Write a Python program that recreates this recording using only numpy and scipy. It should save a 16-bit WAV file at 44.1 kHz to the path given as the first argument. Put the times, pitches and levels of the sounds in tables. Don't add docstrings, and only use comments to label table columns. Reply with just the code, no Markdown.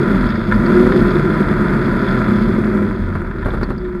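import sys
import numpy as np
from scipy import signal
from scipy.fft import rfft, irfft
from scipy.io import wavfile
from scipy.ndimage import uniform_filter1d, minimum_filter1d

SR = 44100
rng = np.random.default_rng(int(sys.argv[2]) if len(sys.argv) > 2 else 0)


def dump(signal):
    limited = np.clip(np.atleast_2d(signal).T, -1, 1)
    pcm = np.round(limited * 32767).astype(np.int16)
    wavfile.write(sys.argv[1], SR, pcm)


N = 176400


def undb(db):
    return 10 ** (np.asarray(db) / 20)


def unit(x):
    return x / np.sqrt(np.mean(x ** 2))


def steady(x):
    return x / np.sqrt(uniform_filter1d(x ** 2, size=SR // 6) + 1e-18)


def curve(table, column=1):
    rows = np.array(table)
    return np.interp(np.arange(N) / SR, rows[:, 0], rows[:, column])


def noise():
    return rng.standard_normal(N)


def drift(rate_hz):
    hold = int(SR / rate_hz)
    steps = np.repeat(noise()[:N // hold + 1], hold)
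    return unit(uniform_filter1d(uniform_filter1d(steps, hold), hold)[:N])


def band(x, hz, width_hz):
    b, a = signal.iirpeak(hz, hz / width_hz, fs=SR)
    return signal.lfilter(b, a, signal.lfilter(b, a, x))


def eq(x, points):
    hz, db = np.array(points).T
    bins_hz = np.maximum(np.fft.rfftfreq(2 * N, 1 / SR), 1)
    gain = undb(np.interp(np.log(bins_hz), np.log(hz), db))
    cepstrum = irfft(np.log(gain))
    cepstrum[1:N] *= 2
    cepstrum[N + 1:] = 0
    return irfft(rfft(x, 2 * N) * np.exp(rfft(cepstrum)))[:N]


def grains(per_s, spread_db):
    hits = (rng.random(N) < per_s / SR) * noise()
    return unit(hits * undb(spread_db * np.minimum(rng.exponential(size=N), 4)))


# time_s, firing_rate_hz
REVS = [(0, 143.3), (.3, 116.7), (.5, 105.5), (.65, 116), (.8, 121), (.9, 128.3), (1.1, 137.5),
        (1.3, 157.6), (1.7, 138.7), (2.1, 130.7), (2.4, 114), (2.7, 106), (3, 93), (3.3, 83), (3.6, 69.3),
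        (3.8, 61.2), (4, 58.3)]

def engine_firings():
    return np.cumsum(curve(REVS) * (1 + .004 * drift(12))) / SR


CYLINDER_ACCENTS = [6, -4.5, 0, 1.5]
CYLINDERS = len(CYLINDER_ACCENTS)

def firing_pulses(firings, jitter_s=0.00022, scatter_db=4):
    index = np.arange(1, int(firings[-1]))
    late, strength = noise().reshape(-1, 2)[:len(index)].T
    at = np.interp(index, firings, np.arange(N)) + jitter_s * SR * late
    accent_db = np.array(CYLINDER_ACCENTS)[index % CYLINDERS] + scatter_db * strength
    pulses = np.zeros(N)
    pulses[np.clip(at.astype(int), 0, N - 1)] = undb(accent_db)
    return steady(pulses)


# time_s, note_db, boom_and_pipe_db, drone_db
EXHAUST_FADERS = [(0, -14, -20, -17.5), (.13, -41, -14.5, -24), (.3, -27, -18, -29), (.45, -28, -21, -25.5),
                  (.56, -19.5, -14.5, -27), (.72, -45, -13.5, -16.5), (1.02, -20, -13.5, -17),
                  (1.15, -22.5, -18, -19.5), (1.42, -22.5, -17, -22.5), (1.75, -24.5, -17, -23),
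                  (2.0, -34, -18, -23.5), (2.15, -21.5, -18, -25.5), (2.5, -26.5, -16.5, -22.5),
                  (2.83, -28, -18.5, -23), (3.02, -24, -22, -34), (3.3, -31, -30.5, -30),
                  (3.7, -30.5, -24, -35), (4, -39, -33.5, -34.5)]
# freq_hz, gain_db
PIPE_EQ = [(40, -34.5), (70, 3), (110, 3), (160, 4), (255, -13.5), (300, 4.5), (410, -19.5), (455, -18),
           (505, -1), (545, -12.5), (610, -7.5), (740, -34), (1100, -27.5), (3000, -72)]

def exhaust(firings, puff):
    pulses = firing_pulses(firings)
    note_db, boom_db, drone_db = (curve(EXHAUST_FADERS, column) for column in (1, 2, 3))
    drive = lambda rough: pulses + rough * puff * noise()
    note = np.sqrt(2) * np.sin(2 * np.pi * firings + 0.75 * drift(25))
    note *= undb(note_db + 0.5 + 2 * drift(18))
    boom = steady(band(drive(rough=1), hz=204.4, width_hz=65.3)) * undb(boom_db)
    drone = steady(band(drive(rough=1), hz=355.4, width_hz=59.8)) * undb(drone_db + 1.5)
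    pipe = steady(eq(drive(rough=2.2), PIPE_EQ)) * undb(boom_db - 7)
    return note + boom + drone + pipe


def valve_taps(firings, count, scatter_db=3):
    place, size = rng.random(count), rng.standard_normal(count)
    cycles = firings / CYLINDERS
    when = np.arange(int(cycles[-1]) + 1)[:, None] + place
    scatter = undb(scatter_db * noise()[:when.size].reshape(when.shape))
    force = size * scatter * (when < cycles[-1])
    at = np.interp(when, cycles, np.arange(N)).astype(int)
    return steady(np.bincount(at.ravel(), force.ravel(), N))


# time_s, clatter_db, grit_db
RUNNING_FADERS = [(0, -24, -45), (.28, -25.5, -42), (.45, -29, -45), (.6, -24, -43.5), (.75, -22, -40.5),
                  (.95, -24, -39.5), (1.4, -24, -44.5), (1.75, -23.5, -44.5), (1.95, -24.5, -43.5),
                  (2.1, -23, -42), (2.25, -24, -42.5), (2.45, -27.5, -45), (2.83, -28, -50.5),
                  (3.02, -34, -51.5), (3.15, -30, -54.5), (3.35, -33.5, -57), (3.52, -32, -51),
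                  (3.75, -38, -55), (4, -36.5, -58.5)]
# freq_hz, gain_db
BAY_EQ = [(400, -18.5), (620, 4.5), (800, -8.5), (920, -0.5), (1015, 7), (1085, -7), (1170, 2), (1380, 8),
          (1550, 2), (1800, -1), (2150, -5), (2500, -15.5), (3000, -33), (5000, -39)]

def clatter(firings, puff):
    taps = 1.07 * valve_taps(firings, count=32) + 0.59 * grains(per_s=900, spread_db=0.5) + 1.03 * noise()
    level_db = curve(RUNNING_FADERS, column=1) - 0.12 + 0.44 * drift(22.046)
    return unit(eq(taps * (1 + 0.13 * puff), BAY_EQ)) * undb(level_db)


# freq_hz, gain_db
WING_EQ = [(1500, -29), (2600, 1.5), (3000, -6), (3200, 2.5), (3450, 9.5), (3750, -0.5), (4750, 0),
           (5050, -5), (5300, -5), (5550, -39), (6100, -74), (6550, -7.5), (7300, -61), (12000, -26)]

def grit():
    stones = grains(per_s=1800, spread_db=3.5) + 0.77 * noise()
    level_db = curve(RUNNING_FADERS, column=2) - 0.5 + 0.82 * drift(18)
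    return unit(eq(stones, WING_EQ)) * undb(level_db)


# time_s, level_db
WIND_FADER = [(0, -30), (.22, -19), (.38, -28), (.57, -20), (.7, -26), (.95, -22), (1.25, -23), (1.38, -28),
              (1.52, -24), (2.2, -26), (2.45, -24), (2.85, -30), (3.02, -23), (3.35, -26), (3.5, -20),
              (3.7, -25), (4, -29)]
# freq_hz, gain_db
WIND_EQ = [(12, -32.5), (25, -15), (36, 0.5), (45, 6.5), (58, -17.5), (90, -10.5), (200, -10.5),
           (600, -79.5)]

def wind():
    return steady(eq(noise(), WIND_EQ)) * undb(curve(WIND_FADER) + 0.5)


# start_s, end_s, engine_cycle_harmonic, level_db
SWELL_CUES = [(0.08, 0.252, 6, -16), (0.596, .95, 8, -29), (0.681, 0.843, 12, -11.5),
              (0.847, 0.987, 12, -22), (0.801, 1.019, 16, -33.5), (1.097, 1.356, 10, -25),
              (2.182, 2.588, 7, -18), (2.364, 2.724, 8, -27), (2.714, 2.89, 8, -13),
              (3.757, 4.1, 24, -25.5)]

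def body_swells(firings, fade_s=0.09, waver_db=1):
    t, out = np.arange(N) / SR, 0
    for start_s, end_s, harmonic, level_db in SWELL_CUES:
        fade = np.clip(np.minimum(t - start_s, end_s - t) / fade_s, 0, 1)
        gain = undb(level_db + waver_db * drift(24.33))
        phase = 2 * np.pi * harmonic * firings / CYLINDERS + 0.11 * drift(24.63)
        out += fade * gain * np.sqrt(2) * np.sin(phase)
    return out


# start_s, level_db
KNOCK_CUES = [(.101, -14.5), (3.153, -12), (3.459, -9.5), (3.484, -15.5), (3.537, -12.5), (3.543, -18),
              (3.613, -14.5), (3.63, -16), (3.705, -11)]
# freq_hz, gain_db
CHASSIS_EQ = [(40, 5), (110, 7), (220, 4.5), (380, 7), (560, -3), (780, -8.5), (1300, -3), (2100, -18),
              (3000, -35), (4500, -33.5), (6000, -57), (12000, -44)]

def chassis_knocks(blow=6.1, crunch=0.54, decay_s=0.018):
    t = np.arange(N) / SR
    makeup = 1 / np.std(eq(noise(), CHASSIS_EQ))
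    tails = sum(undb(db) * (t >= at) * np.exp(-np.abs(t - at) / decay_s) for at, db in KNOCK_CUES)
    force = crunch * noise() * tails
    for start_s, level_db in KNOCK_CUES:
        force[int(start_s * SR)] += blow * undb(level_db)
    return makeup * eq(force, CHASSIS_EQ)


# start_s, level_db, edge_relative_db, edge_hz
RATTLE_CUES = [(.241, -18.5, -20, 4330), (.262, -22, -16, 3380), (0.289, -24, -12, 4860),
               (.303, -21, -16, 3560), (.322, -25, -9, 3570), (.356, -17.5, -21, 4900),
               (.514, -17, -28.5, 3500), (.522, -9, -24, 3400), (0.542, -22, -17, 4740),
               (0.662, -23, -10.5, 4500), (.921, -14.5, -19, 3500), (1.108, -28, -7, 4294),
               (1.154, -23.5, -10, 3574), (2.076, -22, -12, 3433), (3.154, -26, -28, 4518),
               (3.312, -24.5, -26, 3474), (3.384, -30, -15, 3500), (3.428, -22.5, -23, 3482),
               (3.446, -36.5, -2.5, 3474), (3.503, -31.5, -3.5, 3421), (3.631, -19.5, -9.5, 4388),
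               (3.779, -40.5, -2, 4670), (3.85, -29, -13, 3448)]
# pitch_hz, mode_db, t60_s
METAL_MODES = [(1012, -9, .12), (1336, -6.5, 0.036), (1422, 1, .03), (1660, -3.5, 0.03), (1808, -5.5, .05),
               (2200, -9, .025)]

def metal_rattles(detune=0.0093, attack_s=0.00027, edge_decay_s=0.0061):
    t, out = np.arange(SR // 4) / SR, np.zeros(N + SR)
    attack = 1 - np.exp(-t / attack_s)
    for start_s, level_db, edge_db, edge_hz in RATTLE_CUES:
        ring = 0
        for pitch_hz, mode_db, t60_s in METAL_MODES:
            chance = rng.standard_normal()
            phase = 2 * np.pi * pitch_hz * (1 + detune * chance) * t + np.pi * chance
            ring += undb(mode_db - 60 * t / t60_s) * np.sin(phase)
        scrape = unit(band(rng.standard_normal(len(t)), edge_hz, width_hz=490))
        edge = scrape * undb(edge_db) * np.exp(-t / edge_decay_s)
        at = int(start_s * SR)
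        out[at:at + len(t)] += undb(level_db) * (ring + edge) * attack
    return out[:N]


def scene():
    firings = engine_firings()
    puff = unit(np.exp(-(firings % 1) / 0.35))
    engine = exhaust(firings, puff) + body_swells(firings) + clatter(firings, puff)
    return (engine + grit() + wind() + chassis_knocks() + metal_rattles())[None]


def record(dry, hiss_db=-44.5, follow_s=0.016, top_hz=12400):
    peaks = -minimum_filter1d(-np.abs(dry), int(follow_s * SR))
    hiss = undb(hiss_db) * np.tanh(peaks / 0.88) ** 1.76 * noise()
    high_cut = signal.ellip(10, .2, 80, top_hz, fs=SR, output="sos")
    return signal.sosfilt(high_cut, np.clip(dry + hiss, -1, 1))


dry = scene()
out = record(dry)
dump(out)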